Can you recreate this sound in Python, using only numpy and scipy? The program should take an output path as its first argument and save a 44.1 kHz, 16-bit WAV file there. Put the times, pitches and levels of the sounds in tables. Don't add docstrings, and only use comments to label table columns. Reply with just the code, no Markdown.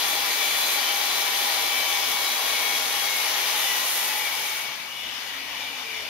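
import sys
import numpy as np
from scipy import signal
from scipy.fft import rfft, irfft, next_fast_len
from scipy.io import wavfile
from scipy.ndimage import uniform_filter1d, map_coordinates

SR = 44100
rng = np.random.default_rng(int(sys.argv[2]) if len(sys.argv) > 2 else 0)


def wav_record(signal):
    frames = np.transpose(np.atleast_2d(signal))
    bounded = np.clip(frames, -1, 1)
    quanta = np.round(bounded * 32767).astype(np.int16)
    wavfile.write(sys.argv[1], SR, quanta)


def convert_level_to_amplitude(level_db):
    exponent = np.asarray(level_db, float) / 20
    return 10 ** exponent


N = 268555

OFF_S = 3.48
REDUCTION = 8

# [t/s, rotor turns f/Hz]
SPEED = [(0.0, 575.4), (0.5, 576), (1.5, 574), (1.68, 576), (1.8, 574), (1.95, 566.3), (2.25, 559),
         (2.5, 555.3), (2.8, 554), (3.1, 546), (3.25, 545.4), (3.35, 539), (3.48, 537)]
# [f/Hz, wander/Hz, relative pitch shift in the new grip]
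HOUSING = [(1960, 50, -.02), (2270, 60, .035), (2920, 50, 0), (3500, 80, .01)]
# [f/Hz, left-right likeness]
ALIKE = [(60, 0.59), (130, 0.65), (290, 0.82), (640, 0.71), (1400, 0.38), (3100, 0.34), (6800, 0.26),
         (15000, 0.28)]
# [f/Hz, left minus right level/dB]
LEAN = [(60, -3), (110, 2.5), (200, 2.5), (380, 3.0), (700, 4), (1290, 6), (2380, 4.5), (4400, 8.5),
        (8120, 1), (15000, -2)]
# [f/Hz, left lead/rad]
LEAD = [(0, 0), (950, 0.2), (2070, -0.7), (2330, -1.2), (2580, -0.8), (3450, -1.0), (4050, -0.5),
        (6550, -3.1), (7750, -2.7), (9390, -3.2), (10200, -2.8), (12400, -4.2), (14600, -3.7),
        (16000, -4.1)]
NEAR = (ALIKE, LEAN, LEAD)


def rubbing():
    # [t/s, pressure level/dB, bite level/dB]
    strokes = [(0, 0.5, 0), (.6, 0, 1.5), (.85, 0, 0), (1.5, 0, 0.5), (1.55, 1.5, -1), (1.7, 0, 0),
               (3.3, -0.5, 0), (3.51, 1, -1), (3.6, 0, 2), (3.72, -0.5, 0.5), (3.99, -2, 4),
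               (4.37, -3, -0.5), (4.5, -5, 1.5), (4.62, -6.5, 0), (4.68, -7.5, -12), (4.75, -13, -17)]
    # [f/Hz, density level/dB per Hz]
    steel_colour = [(120, -57), (200, -39), (240, -16.5), (360, -14.5), (690, -9.5), (900, -5), (1520, -9),
                    (2230, -4.5), (2630, -6.5), (3340, -4.5), (6200, -9.5), (8000, -15.5), (12700, -11.5),
                    (15700, -16.5)]
    # [f/Hz, width/Hz, rise/dB]
    plate_modes = [(459, 13, 5), (615, 9.2, 9), (765, 40, 3.5), (816, 33, 11), (866, 50, -3), (964, 30, -3),
                   (986, 18, 7), (1407, 35, 6), (1870, 110, 3), (2350, 120, 3), (3280, 810, 1.5)]

    def steel(lo_hz, hi_hz, shift=1):
        def gain(hz):
            modes = sum(db * peak(centre, width)(hz / shift) for centre, width, db in plate_modes)
            return convert_level_to_amplitude(along(steel_colour, hz) + modes) * band(lo_hz, hi_hz)(hz)
        return gain

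    pressure_db, bite_db = curves(strokes)
    plate_db = -35 + pressure_db
    scrape_db = -27.5 + pressure_db
    hiss_db = -33 + pressure_db + bite_db
    lifted_db = curves([(4.62, 0), (4.74, -2.5), (4.9, -16)])[0]
    edge = np.clip(curves([(2.9, 0), (3.6, .8), (4.1, .6), (4.5, 1)])[0], 0, 1)
    disc = np.cos(2 * np.pi * np.cumsum(rotor()) / SR / REDUCTION + 1.2 * wobble(3.5))

    middle = np.sqrt(1 - edge) * rush(steel(150, 1325), NEAR, patchy_db=0.4)
    rim = np.sqrt(edge) * convert_level_to_amplitude(-0.65) * rush(steel(280, 1480, 1.05), NEAR, patchy_db=0.6)
    plate = convert_level_to_amplitude(plate_db + .4 * disc) * (middle + rim)
    scrape = rush(steel(1453, 6800), NEAR, patchy_db=0.78, grit_db=1.0)
    scrape = convert_level_to_amplitude(scrape_db - 1.33 + 0.31 * disc) * scrape
    hiss = rush(steel(6520, 17400), NEAR, patchy_db=1.0, grit_db=1.5)
    hiss = convert_level_to_amplitude(hiss_db + .5 * disc + 0.57 * wobble(24.85)) * hiss
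    return convert_level_to_amplitude(lifted_db + 0.24 * wobble(9.9)) * (plate + scrape + hiss)


def whine():
    # [full-speed level/dB, change off the steel/dB]
    rotor_lines = [
        (-59.5, 3.5),
        (-44.5, -1),
        (-41, -19),
        (-43.5, -1),
    ]
    # [t/s, rise/dB, half length/s]
    flares = [
        [(.11, 10, .06), (.5, 6, .1), (.77, 13, .07), (1.7, 11, 0.14), (1.98, 9, .1), (2.3, 15, 0.34),
         (3.45, 7, 0.23), (4.28, 13, 0.22), (5.92, 22, 0.32)],
        [(.42, 8.5, 0.1), (.88, 6, 0.23), (1.27, 7, 0.09), (1.76, 9.5, 0.16), (2.2, 8, 0.18),
         (2.69, 12.5, 0.16), (3.17, 10.5, 0.14), (3.71, 7, 0.04), (5.57, 7, .12)],
        [(.13, 2, 0.092), (.83, -0.5, 0.13), (1.54, -5, .07), (1.98, 4, .06), (2.75, 1, 0.055), (2.86, -9, .05),
         (3.3, -9, .2), (3.88, -12, 0.098), (4.12, 10, 0.079)],
        [(.33, 6.5, .06), (.66, 6.5, .1), (.88, 4, 0.073), (1.3, 2, 0.36), (2.28, 5.5, 0.13), (2.75, 4, 0.048),
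         (2.86, -13, 0.052), (3.41, -10, 0.061), (3.71, 3.5, 0.046), (4.85, 2, .25)],
    ]
    # [full-speed level/dB, swells as [t/s, rise/dB, half length/s]]
    gear_lines = [
        (-58, [(.08, 6, .09), (.52, 16, .1), (.88, 25, 0.097), (1.37, 18, 0.21), (1.8, 22.5, 0.14), (2.05, 19, .11), (2.55, 15, .11), (2.97, 15, 0.07), (3.25, 20, .11), (3.9, 13, .25)]),
        (-49, [(.17, 4, .12), (.52, 6, 0.12), (.8, 7, .1), (1.1, 3, .06), (1.37, 4, 0.14), (1.65, 3, .06), (1.8, -12, .09), (2.86, 6, 0.044), (2.97, -12, .05), (3.41, -12, .05), (3.63, -16, 0.044), (3.95, 7, .2)]),
    ]
    # [order, full-speed level/dB]
    faint_lines = [(3.25, -58), (4.85, -59), (5, -54), (10.7, -59), (14, -59)]
    teeth = 43

    speed = rotor()
    turns = np.cumsum(speed) / SR
    fading_db = 45 * np.log10(speed / speed[0])
    fading_db += curves([(OFF_S, 0), (OFF_S + .3, -3)])[0]
    off_steel = curves([(4.55, 0), (4.72, 1)])[0]
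    coasting_down = speed < SPEED[-1][1]

    def flash_db(order):
        return coasting_down * sum(7 * peak(hz, 130)(order * speed) for hz, *_ in HOUSING)

    lines = []
    for order, (db, loss_db), rows in zip((2, 4, 6, 7), rotor_lines, flares):
        lines.append((order, db + loss_db * off_steel + swells(rows)))
    for order, (db, rows) in zip((teeth / REDUCTION, REDUCTION), gear_lines):
        lines.append((order, db + swells(rows)))
    for order, db in faint_lines:
        lines.append((order, db + 3 * wobble(3.34)))

    out = 0
    for order, db in lines:
        level_db = db + fading_db + 1 + flash_db(order) + 1.2 * wobble(22)
        out = out + tone(order * turns, level_db, lean_db=5, flutter_db=2.4)
    return out


def rotor():
    coast_s = 2.76
    since_off = np.maximum(np.arange(N) / SR - OFF_S, 0)
    return curves(SPEED)[0] * np.exp(-since_off / coast_s)


def rattle():
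    # [base level/dB, swells as [t/s, rise/dB, half length/s]]
    clatter = [
        (-52, [(3.65, 4, .35), (4.15, 10.5, 0.26), (4.6, 5, .12), (4.92, -16, .17), (5.36, 8.5, .11), (5.6, 3, .06)]),
        (-47.5, [(3.47, 8, 0.092), (4.3, 12, 0.19), (4.6, 9, 0.11), (5.0, 3, .06), (5.13, -5, .08), (5.4, 3, 0.063), (5.68, 7.5, .12), (5.93, 7, 0.16)]),
        (-45.5, [(3.68, 5.5, 0.14), (4.75, -14, .11), (5.06, 6.5, 0.13), (5.92, 0, 0.081)]),
        (-56, [(3.68, 11, .13), (3.98, 4, 0.26), (5.0, 13, .06), (5.62, 16, .07), (5.8, 14, 0.055), (6.02, 12, .08)]),
    ]
    loose_db = curves([(3.3, -40), (3.5, -5), (3.8, -4), (4.1, -6), (4.7, -4.5), (4.9, -5.5)])[0]
    regrip = curves([(5.2, 0), (5.6, 1)])[0]
    out = 0
    for (hz, wander_hz, shift), (base_db, rows) in zip(HOUSING, clatter):
        db = base_db + swells(rows)
        for side in (-1, 0, 1):
            pitch = hz * (1 + shift * regrip) + wander_hz * (.9 * side + .5 * wobble(90))
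            out = out + tone(np.cumsum(pitch) / SR, db + loose_db, lean_db=5.5, flutter_db=3)
    return out


def coasting():
    # [f/Hz, density level/dB per Hz]
    fan_colour = [(120, -55), (220, -23.5), (500, -18), (900, -10.5), (1400, -15.5), (2300, -8.5),
                  (3600, -9.5), (3900, -14.5), (5200, -15), (6600, -19), (7700, -23), (9200, -15.5),
                  (13500, -13), (15700, -19.5)]
    # [t/s, f/Hz, level/dB]
    handle_hum = [
        (5.2, 265, -82),
        (5.33, 268, -59),
        (5.6, 266.8, -59.5),
        (5.8, 268.4, -57),
        (5.9, 267.5, -85),
    ]
    # [f/Hz, left-right likeness]
    alike_away = [(60, 0.75), (130, 0.79), (290, 0.77), (640, 0.63), (1410, 0.22), (3100, 0.14),
                  (6820, -0.37), (15000, -0.01)]
    # [f/Hz, left minus right level/dB]
    lean_away = [(60, 1.0), (110, 0.5), (200, 3.0), (380, 3.2), (700, 5.4), (1290, 5.8), (2380, 4.8),
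                 (4400, 9.7), (8120, 2.5), (15000, 0.5)]
    # [f/Hz, left lead/rad]
    lead_away = [(100, 0), (1000, .4), (7000, 1.5)]
    away = (alike_away, lean_away, lead_away)

    def fan(lo_hz, hi_hz):
        return lambda hz: convert_level_to_amplitude(along(fan_colour, hz)) * band(lo_hz, hi_hz)(hz)

    fan_db = -40 + curves([(4.5, 10), (4.75, 0)])[0] + .8 * wobble(9)
    brush_db = -55.5 + curves([(4.63, 15), (4.75, 0)])[0] + .9 * wobble(14)
    free_db = curves([(4.3, -10), (4.62, -2.5), (4.74, 7)])[0]
    air = convert_level_to_amplitude(fan_db - 2.5) * rush(fan(150, 7630), away, patchy_db=1.4, grit_db=1.0)
    brushes = convert_level_to_amplitude(brush_db) * rush(fan(7200, 17000), away, patchy_db=.7, grit_db=2)
    hum_hz, hum_db = curves(handle_hum)
    hum = tone(np.cumsum(hum_hz + 12 * wobble(20)) / SR, hum_db, lean_db=3, flutter_db=3)
    return convert_level_to_amplitude(free_db) * (air + brushes) + hum


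def shop():
    # [t/s, rise/dB, half length/s]
    stand_pushes = [(.2, 12, .15), (1.15, 10, .1), (1.72, 13, .14), (2.05, 16, 0.19), (2.52, 14, .1),
                    (2.92, 17, .16), (3.34, 11, 0.093), (4.33, 9, .2), (5.04, 8, 0.099), (5.45, 13, .3),
                    (6.09, 11, 0.18)]
    # [t/s, rise/dB, half length/s]
    weight_shifts = [(0, 7, 0.066), (.25, 8, .15), (1.41, 8, .08), (2.03, 5, .1), (2.68, 9, .12),
                     (3.34, 6, .08), (4.5, 4, 0.35), (5.05, 11, 0.082), (6.0, 9, .25)]
    # [f/Hz, density level/dB per Hz]
    rumble_colour = [(12, -30), (20, -3), (45, 6), (100, 1), (125, -38)]
    # [f/Hz, density level/dB per Hz]
    air_colour = [(53, -37), (90, -9), (118, -7), (194, -6), (260, -3.5), (340, -24), (570, -120)]

    hum_db = -74.5 + swells(stand_pushes) - 2 + 2 * wobble(12)
    hum = tone(np.cumsum(70 + 8 * wobble(30)) / SR, hum_db, lean_db=.9, flutter_db=2.5)
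    rumble = rush(lambda hz: convert_level_to_amplitude(along(rumble_colour, hz)), NEAR, patchy_db=-2.0)
    rumble = convert_level_to_amplitude(-78 + swells(weight_shifts)) * rumble
    air = rush(lambda hz: convert_level_to_amplitude(along(air_colour, hz)), NEAR, patchy_db=0.9)
    air = convert_level_to_amplitude(-63 + 1.5 + 1.2 * wobble(7)) * air
    return hum + rumble + air


def rush(gain, place, patchy_db, grit_db=0):
    grains = rng.standard_normal((2, N)) * convert_level_to_amplitude(grit_db * rng.standard_normal(N))
    z = signal.stft(grains, nperseg=512)[2]
    field = uniform_filter1d(rng.standard_normal(z.shape[1:]), 6, 0)
    field = uniform_filter1d(field, 12, 1)
    pair = signal.istft(z * convert_level_to_amplitude(patchy_db * field / field.std()), nperseg=512)[1]
    size = next_fast_len(N + 8192)
    hz = np.fft.rfftfreq(size, 1 / SR)
    alike, lean, lead = (along(table, hz) for table in place)
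    turn = np.arccos(np.clip(alike, -1, 1)) / 2
    left = convert_level_to_amplitude(lean / 2) * np.exp(.5j * lead)
    centre = np.hypot(abs(left + 1 / left) * np.cos(turn), abs(left - 1 / left) * np.sin(turn))
    same, apart = rfft(pair, size) * [np.cos(turn), np.sin(turn)] * gain(hz) / centre
    out = irfft([left * (same + apart), (same - apart) / left], size)[:, :N]
    return out / out.mean(axis=0).std()


def tone(turns, db, lean_db, flutter_db):
    drift = .5 * wobble(20) + .2 * np.array([wobble(3), wobble(3)])
    fade = flutter_db * np.array([wobble(14), wobble(15)]) + [[lean_db / 2], [-lean_db / 2]]
    return np.sqrt(2) * convert_level_to_amplitude(db + fade) * np.sin(2 * np.pi * turns + drift)


def swells(rows):
    t = np.arange(0, N + 64, 64) / SR
    rise_db = sum(db * np.exp(-((t - s) / half) ** 2) for s, db, half in rows)
    return np.interp(np.arange(N) / SR, t, rise_db)


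def curves(rows):
    s, *cols = np.transpose(rows)
    return [np.interp(np.arange(N) / SR, s, c) for c in cols]


def wobble(rate):
    coarse = np.arange(0, N + 32, 32)
    knots = rng.standard_normal(int(N * rate / SR) + 4)
    return np.interp(np.arange(N), coarse, map_coordinates(knots, [coarse * rate / SR]))


def along(points, hz):
    f, v = np.transpose(points)
    return np.interp(np.log(hz + 1), np.log(f + 1), v)


def band(lo_hz, hi_hz):
    return lambda hz: np.sqrt(1 / (1 + (lo_hz / (hz + 1)) ** 20) / (1 + (hz / hi_hz) ** 20))


def peak(centre_hz, width_hz):
    return lambda hz: 1 / (1 + (2 * (hz - centre_hz) / width_hz) ** 2)


def scene():
    return rubbing() + whine() + rattle() + coasting() + shop()


def band_limit(x):
    return signal.sosfilt(signal.butter(12, 15730, fs=SR, output="sos"), x)


def record(dry):
    hz = np.fft.rfftfreq(N, 1 / SR)
    port = convert_level_to_amplitude(-7 * peak(7650, 1000)(hz)) * (hz < 15730)
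    mix = irfft(rfft(dry) * port, N)
    return band_limit(mix)


dry = scene()
out = record(dry)
wav_record(out)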